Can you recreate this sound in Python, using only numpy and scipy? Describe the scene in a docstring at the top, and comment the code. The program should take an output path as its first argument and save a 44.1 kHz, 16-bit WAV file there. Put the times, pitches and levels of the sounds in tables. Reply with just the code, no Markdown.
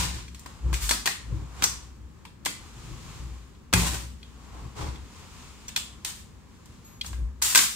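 """A bolt-action airsoft rifle is cocked, fired and handled in a hard-floored room with a ventilation hush.
At 0 s an earlier shot's recoil, noisy rush and ting die away; clicks and clacks (noise plus rings) run to 2.5 s.
At 3.74 s the shot adds a recoil push (low modes), a floor thud, a steel ting and a rush of jolting noise.
From 4.2 s handling clicks and scrapes follow, with a group near 5.7 s and the loudest clacks near 7.55 s.
Cloth noise swells and low thuds recur throughout; random decaying tails give the walls' answer."""
import sys
import numpy as np
from scipy import signal
from scipy.fft import rfft, irfft, next_fast_len
from scipy.io import wavfile
from scipy.ndimage import map_coordinates

SR = 44100
rng = np.random.default_rng(int(sys.argv[2]) if len(sys.argv) > 2 else 0)


def pcm_store(signal):
    """Save signal as 16-bit PCM."""
    levels = np.round(np.clip(np.atleast_2d(signal), -1, 1) * 32767)
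    wavfile.write(sys.argv[1], SR, levels.astype(np.int16).T)


N = 341775

# spectrum of a bare contact, also of the rough noise: [f/Hz, relative density/dB]
CLACK_SPECTRUM = [(88, -49.5), (150, -9), (601, -12.5), (1040, -2), (1240, -5), (1600, -5), (3550, -3.5),
                  (6260, -4), (7620, -1.5), (9820, -7.5), (11000, -16.5), (14200, -10), (16000, -25)]


def amp(db):
    """Gain of a level in dB."""
    return 10 ** (np.asarray(db) / 20)


def unit(x):
    """x scaled to rms 1."""
    return x / np.sqrt(np.mean(x ** 2) + 1e-20)


def along(points, hz):
    """Interpolate (Hz, value) points on a log frequency axis."""
    f, v = np.transpose(points)
    return np.interp(np.log(hz + 1), np.log(f + 1), v)


def curves(rows):
    """One value per sample for each column after the time."""
    s, *cols = np.transpose(rows)
    return [np.interp(np.arange(N) / SR, s, c) for c in cols]


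def wobble(knots_per_s):
    """Smooth random curve through normally distributed knots."""
    knots = rng.standard_normal(int(N * knots_per_s / SR) + 4)
    return map_coordinates(knots, [np.arange(N) * knots_per_s / SR])


def filtered(x, response):
    """x filtered by a function of frequency."""
    n = x.shape[-1]
    m = next_fast_len(n + 8192)
    return irfft(rfft(x, m) * response(np.fft.rfftfreq(m, 1 / SR)), m)[..., :n]


def rush(spectrum, alike):
    """Stereo noise of rms 1; mid and side shares set the left-right correlation by frequency."""
    def shares(hz):
        angle = np.arccos(np.clip(along(alike, hz), -1, 1)) / 2
        return amp(along(spectrum, hz)) * [np.cos(angle), np.sin(angle)]

    mid, side = filtered(rng.standard_normal((2, N)), shares)
    return unit(np.array([mid + side, mid - side]))


def tinted(x, bright_db, body_db, low_hz, high_hz):
    """Bass and treble of x follow their own gains."""
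    body = filtered(x, lambda hz: 1 / (1 + (hz / low_hz) ** 4))
    bright = filtered(x, lambda hz: 1 - 1 / (1 + (hz / high_hz) ** 4))
    return x + (amp(body_db) - 1) * body + (amp(bright_db) - 1) * bright


def hush():
    """Ventilation: steady noise, alike on both sides only in the bass."""
    # ventilation spectrum: [f/Hz, relative density/dB]
    air_spectrum = [(15, -60), (25, -19.5), (64, -2), (87, -8.5), (114, -12.5), (236, -12.5), (270, -18),
                    (531, -28.5), (695, -38), (1070, -32), (1480, -39), (1610, -33.5), (2050, -40),
                    (3430, -59), (16000, -55)]
    return amp(-49) * rush(air_spectrum, [(60, 0.96), (300, 0.44), (2000, 0.088)])


def rustle():
    """Fabric rubs in uneven swells: noise under slow and fast random level curves."""
    # sleeves and hands on the stock: [t/s, level before tint/dB, body gain/dB]
    rubs = [(0.2, -63, -18), (0.42, -54, 1), (0.71, -53, 7.5), (1.27, -55, 5.5), (1.54, -53.5, 7.5),
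            (1.61, -44.5, 2.5), (1.95, -60, 3), (2.44, -65, 7), (2.66, -50, 1.5), (3.2, -48, -0.5),
            (3.42, -56.5, 2.5), (3.71, -66, 5.5), (4.17, -58.5, -1), (4.45, -55.5, 6), (4.56, -54, 8.5),
            (4.72, -54, 3), (5.0, -55, 0.5), (5.23, -50, 0), (5.5, -48.5, -2), (5.95, -54.5, 2),
            (6.26, -62.5, 5), (6.78, -56, 0), (7.22, -63, 9), (7.41, -61.5, 1)]
    # fabric spectrum: [f/Hz, relative density/dB]
    cloth_spectrum = [(120, 1), (200, -16), (366, -10.5), (623, -17), (1060, -7), (1680, -15),
                      (2510, -13.5), (5940, -21), (7140, -19), (10700, -34), (14100, -36), (16000, -42)]
    # left-right correlation: [f/Hz, correlation]
    likeness = [(60, 0.89), (180, -0.42), (550, 1), (1650, 0.4), (4970, 0.15), (15000, -0.42)]
    db, body_db = curves(rubs)
    unevenness = amp(1.08 * wobble(11) + 0.2 * wobble(150))
    fibres = unit(unevenness * rush(cloth_spectrum, likeness))
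    return amp(db) * tinted(fibres, 5.5, body_db, low_hz=1420, high_hz=4800)


def thuds():
    """Shaken floor: a wavering low mode over broad lumpy rumble swells, holds and dies away."""
    # movements on the chair and the shot:
    # [t/s, hold/s, boom level/dB, boom mean f/Hz, rumble level/dB, swell/(dB/s), boom fade/(dB/s)]
    shakes = [(0, 0.055, -32.5, 64.6, -34.5, 300, 54), (0.654, 0.096, -24, 60.5, -31.5, 490, 293),
              (.83, 0.025, -28, 55.4, -44.5, 400, 109), (1.29, .11, -34.5, 60.8, -35.5, 248, 104),
              (1.6, 0.069, -44, 62.9, -46, 200, 59), (2.0, 0.042, -44, 62.5, -56, 60, 100),
              (2.78, 0.39, -53, 52.3, -46, 300, 100), (3.21, 0.075, -36.5, 60.7, -41.5, 500, 87),
              (3.744, .03, -26.5, 63.5, -27, 3000, 48), (4.632, 0.039, -37.5, 62.4, -42.5, 151, 200),
              (4.819, 0.074, -37.5, 67.5, -34, 300, 102), (5.031, 0.022, -43, 64.7, -55, 200, 150),
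              (5.749, .03, -55, 64.3, -57, 60, 80), (6.752, 0.044, -56, 65, -62, 40, 60),
              (7.12, .03, -34, 62.3, -43.5, 300, 100), (7.22, 0.033, -27, 63.2, -45, 110, 168)]
    # floor rumble spectrum: [f/Hz, relative density/dB]
    rumble_spectrum = [(13, -54), (22, -15), (45, -1.5), (64, -7.5), (118, 0), (140, -7), (173, -8.5),
                       (203, -26.5), (336, -15), (420, -29), (550, -26), (920, -120)]
    rumble_fade_ratio = 1.54  # rumble fade rate / boom fade rate
    now = np.arange(N) / SR
    waver_rad = 2 * np.pi * np.cumsum(2.86 * wobble(29)) / SR
    side_phase_rad = np.array([[0], [.3]])
    boom, rumble_gain = np.zeros((2, N)), np.zeros(N)
    for s, held, boom_db, hz, rumble_db, rise_db, fade_db in shakes:
        before, after = np.clip(s - now, 0, None), np.clip(now - s - held, 0, None)
        swell_db = -rise_db * before
        boom_gain = np.sqrt(2) * amp(boom_db + swell_db - fade_db * after)
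        boom += boom_gain * np.sin(2 * np.pi * hz * (now - s) + waver_rad + side_phase_rad)
        rumble_gain += amp(rumble_db + swell_db - rumble_fade_ratio * fade_db * after)
    lumps = amp(2.6 * wobble(25))
    return boom + rumble_gain * unit(lumps * rush(rumble_spectrum, [(40, 1.0), (300, 0.48)]))


def tings():
    """Small steel part: thin modes die with an irregular level, then fade out quickly at a set time."""
    # steel modes: [f/Hz, relative level/dB, mean t60/s]
    steel_modes = [(6918, 0, .9), (7560, -7, .35), (12446, -9, .7), (15289, -17, .6)]
    # blows on the part: [t/s, base level/dB, fade-out starts at t/s]
    blows = [(0, -56, .4), (3.74, -48, 4.3), (6.845, -50.5, 7.01)]
    out, now = np.zeros(N), np.arange(N) / SR
    for s, db, fade_start in blows:
        t = np.clip(now - s, 0, None)
        fade_out = np.exp(-np.clip(now - fade_start, 0, None) / .015)
        envelope = (1 - np.exp(-t / 0.0026)) * fade_out
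        for hz, level_db, t60 in steel_modes:
            gain = amp(db + level_db - 60 * t / t60 + 3.5 * wobble(22))
            out += envelope * gain * np.sin(2 * np.pi * hz * t)
    return out


def kicks():
    """The piston's stop is a low push that rings on in stock and room as decaying modes."""
    # piston recoils, the first dying away: [t/s, base level/dB]
    recoils = [(0, -26), (3.738, -19.5)]
    # low modes of stock and room: [f/Hz, relative level/dB, mean t60/s]
    low_modes = [(93, 0, 0.17), (112.6, -38, 0.33), (175.6, -8.5, 0.77)]
    out = np.zeros(N)
    for s, db in recoils:
        t = np.clip(np.arange(N) / SR - s, 0, None)
        for hz, level_db, t60 in low_modes:
            gain = amp(db + level_db - 60 * t / t60 + 3.5 * wobble(4))
            out += gain * np.sin(2 * np.pi * hz * t)
    return out


def walls(x):
    """Room answer: noise tails with t60 by frequency, redrawn for each quarter second of input."""
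    # wall decay: [f/Hz, t60/s]
    decay = [(200, 0.6), (530, 0.19), (1400, 0.38), (3700, 0.41), (9700, 0.36), (15000, 0.26)]
    out, step = np.zeros((2, N + 2 * SR)), SR // 4
    for start in range(0, N, step):
        hz, t, z = signal.stft(rng.standard_normal((2, SR * 3 // 4)), SR, nperseg=256)
        # long waves reach both ports more alike
        z[1] = np.where(hz[:, None] < 700, 0.51 * z[0] + 1.14 * z[1], z[1])
        dying = z * amp(-60 * t / along(decay, hz)[:, None])
        tail = signal.istft(dying, SR, nperseg=256)[1]
        tail = tail * (1 - np.exp(-np.arange(tail.shape[1]) / (0.001 * SR)))  # echoes build up
        tail = tail / np.linalg.norm(tail[0])
        wet = signal.fftconvolve(x[None, start:start + step], tail, axes=1)
        out[:, start:start + wet.shape[1]] += wet
    return out[:, :N]


def scrapes_and_shot_rushes():
    """Scrapes, and the rough noisy rush after each shot: noise in irregular jolts sets in and stops."""
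    # rushes at 0 and 3.755 s, else scrapes; rise at least 2 ms, at 0 s already on; negative fade swells:
    # [t/s, rise/s, length/s, level before tint/dB, fade/(dB/s), initial treble gain/dB, body gain/dB]
    stretches = [(0, 0.0092, .3, -25.5, 113, -3, 3), (0.726, 0.014, 0.053, -31, 150, 0, -8),
                 (0.794, .03, 0.1, -40.5, -50, 5, -29), (3.755, 0.032, 0.19, -25, 45, 2, 9.5),
                 (4.508, 0.04, 0.15, -54, 43, -9, 23.5), (4.748, 0.067, 0.14, -35, 92, -8.5, 18.5),
                 (6.044, 0.024, 0.022, -34, 37, 1, -6), (7.029, 0.035, 0.093, -46.5, 95, 7.5, 2),
                 (7.416, .01, 0.24, -29.5, 16, 7, -7.5)]
    stop_s = 0.053  # time constant
    dulling = 0.29  # dB of treble lost per dB of fade
    jolts = amp(1.2 * wobble(260) + 2.2 * wobble(40))
    rough = unit(jolts * rush(CLACK_SPECTRUM, [(300, 0.15), (3000, 0.12)]))
    out = np.zeros((2, N))
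    for s, rise, length, db, fade_db, bright_db, body_db in stretches:
        t = np.arange(N) / SR - s
        onset = np.clip(t / max(rise, .002) + (s < .01), 0, 1)
        envelope = onset * np.exp(-np.clip(t - length, 0, None) / stop_s)
        lost_db = fade_db * np.clip(t, 0, length)
        tint = tinted(rough, bright_db - dulling * lost_db, body_db, low_hz=860, high_hz=6640)
        out += envelope * amp(db - lost_db) * tint
    return out


def contacts():
    """Each contact is a short rattle plus a ring and nearby modes; returns direct sound and wall feed."""
    # bolt, piston, catches and hands:
    # [t/s, nominal level/dB, body tilt/dB, treble tilt/dB, ring f/Hz, ring re rattle/dB]
    blows = [(0.2806, -45.5, -20, 11, 2400, 13), (0.3458, -32.5, -5, -1, 4300, -3),
             (0.394, -34.5, -4, 12, 7400, -3), (0.46, -27, 13.5, -1, 1098, -1),
             (0.7282, -23, 6, -6, 1040, 8), (0.7398, -21, 2, -3, 2490, 2), (0.818, -36, -25, -12, 2550, 2),
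             (0.8917, -10.5, -6, -2.5, 4370, 0.5), (0.8965, -15, -6, 10, 7080, -10),
             (0.9095, -6.5, 8, 2, 4160, -4.5), (0.9149, -14.5, -5, -4, 1620, -3.5),
             (1.057, -13.5, 4.5, 2, 4530, 2), (1.062, -10.5, 3.5, 1, 2630, -3.5),
             (1.0734, -9, 2, -3.5, 1860, 1), (1.6221, -10.5, 8, -5.5, 3260, -10),
             (1.6332, -13.5, -4, -2, 3610, -21), (1.6388, -4.5, 3, 6, 5860, 4.5),
             (2.2511, -31, -0.5, -9.5, 957, 0.5), (2.4499, -20, -10, 1, 6520, -14),
             (2.4575, -11.5, -24, -1.5, 2700, -23), (2.4609, -14.5, 14.5, -5, 2300, 1),
             (3.7277, -11.5, 7, -6, 1330, -4.5), (3.7355, -2.5, 11, 1.5, 2500, -0.5),
             (3.743, -20, -15.5, 15, 2590, -1), (3.548, -49.5, -25, -15, 4150, 0.5),
             (4.229, -37.5, -20, -12, 3320, 9), (4.957, -36.5, -12, -19, 3460, 5),
             (5.681, -30, -4, 6, 7020, 13), (5.688, -27, -6, -5, 3520, -5),
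             (5.7616, -11, -11, -2.5, 3430, 5.5), (5.7728, -15.5, -1, 0.5, 7550, -8),
             (6.0476, -15, -4, 1.5, 3900, -3), (6.6566, -39.5, -9, 3, 982, -14),
             (7.011, -24.5, -61, -12, 3240, 13.5), (7.0131, -27, -38, -14, 4395, 10),
             (7.0453, -28.5, 5, -12, 3120, -12), (7.0614, -27.5, -4, 6, 6630, 2),
             (7.1296, -32, 9, -7.5, 1620, -1), (7.4179, -22.5, -11, -1, 1020, 6),
             (7.4221, -6.5, -3, 7.5, 6210, -16), (7.4647, -20, -13, -5, 7050, -15),
             (7.5483, -3, -3, 3, 2575, -1), (7.5562, 1.5, -2, 5, 1580, -1.5),
             (7.5745, 0.5, -6.5, 3, 7450, -30), (7.589, -6, -5, -11, 8360, -15)]
    # modes of receiver and stock: [f/Hz]
    receiver_modes = [995, 1625, 2050, 2470, 3344, 4330, 5670, 6980]
    air_share = 0.97  # top octave's share of the treble tilt
    room_db, room_loss = -3.5, 0.57  # wall feed; dB lost per dB of ring above rattle
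    near, around = np.zeros((2, N + SR)), np.zeros(N + SR)
    t = np.arange(SR // 8) / SR
    rise = 1 - np.exp(-t / 0.001)
    for s, db, body_db, bright_db, ring_hz, ring_db in blows:
        tilt = [(600, body_db), (3100, 0), (7000, bright_db), (13000, air_share * bright_db)]
        colour = lambda hz: amp(along(CLACK_SPECTRUM, hz) + along(tilt, hz))
        shared, *own = rng.standard_normal((3, len(t)))
        rattle = unit(filtered(shared + 1.83 * np.array(own), colour))
        ring = np.sin(2 * np.pi * ring_hz * t)
        for hz in receiver_modes:
            octaves = abs(np.log2(hz / ring_hz))
            mode_db = along(tilt, hz) - along(tilt, ring_hz) - 11 * octaves
            mode = np.sin(2 * np.pi * (hz * t + rng.random()))
            ring += (octaves > .15) * amp(mode_db) * mode
        ring_gain = amp(ring_db - 60 * t / 0.025) * (1 - np.exp(-t / 0.0018))
        burst = amp(db - 5) * rise * (amp(-60 * t / 0.031) * rattle + ring_gain * ring)
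        i = round(s * SR)
        near[:, i:i + len(t)] += burst
        # the walls hear all sides at once: same colour, ring blurred to a hump
        hump = lambda hz: 1 + amp(ring_db + 2) / (1 + (np.log2((hz + 1) / ring_hz) / 0.2) ** 2)
        pulse = signal.unit_impulse(len(t), idx=200)
        push = filtered(pulse, lambda hz: colour(hz) * hump(hz))
        push = push * np.linalg.norm(burst[0]) / np.linalg.norm(push)
        feed_db = room_db - room_loss * max(ring_db, 0)
        around[i:i + len(t)] += amp(feed_db) * (push + 0.57 * burst[0])
    return near[:, :N], around[:N]


def scene():
    """Rifle and hands in the room; contacts, scrapes and rushes feed the walls."""
    (hits, around), rough = contacts(), scrapes_and_shot_rushes()
    room = walls(around + amp(-1) * rough.mean(axis=0))
    return hush() + rustle() + thuds() + tings() + kicks() + room + rough + hits


def record(dry):
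    """Two ports differ in colour, the left hears 0.06 ms later; peaks round off; the band is limited."""
    # microphone port difference: [f/Hz, left minus right/dB]
    lean = [(60, 3.0), (150, 2.5), (380, 1), (950, 0.5), (2380, 2), (5980, 0), (15000, 6.5)]
    top_hz, fade_hz = 16680, 15850
    sides = np.array([[.5], [-.5]])

    def ports(hz):
        delay = np.exp(-2j * np.pi * hz * .00006 * sides)
        low_cut = 1 / (1 + (30 / (hz + 1)) ** 4)
        return amp(along(lean, hz) * sides) * delay * low_cut

    tone = filtered(dry, ports)
    tone = tone / (1 + np.abs(tone / .97) ** 4) ** (1 / 4)
    return filtered(tone, lambda hz: (hz < top_hz) / (1 + (hz / fade_hz) ** 150))


dry = scene()
out = record(dry)
pcm_store(out)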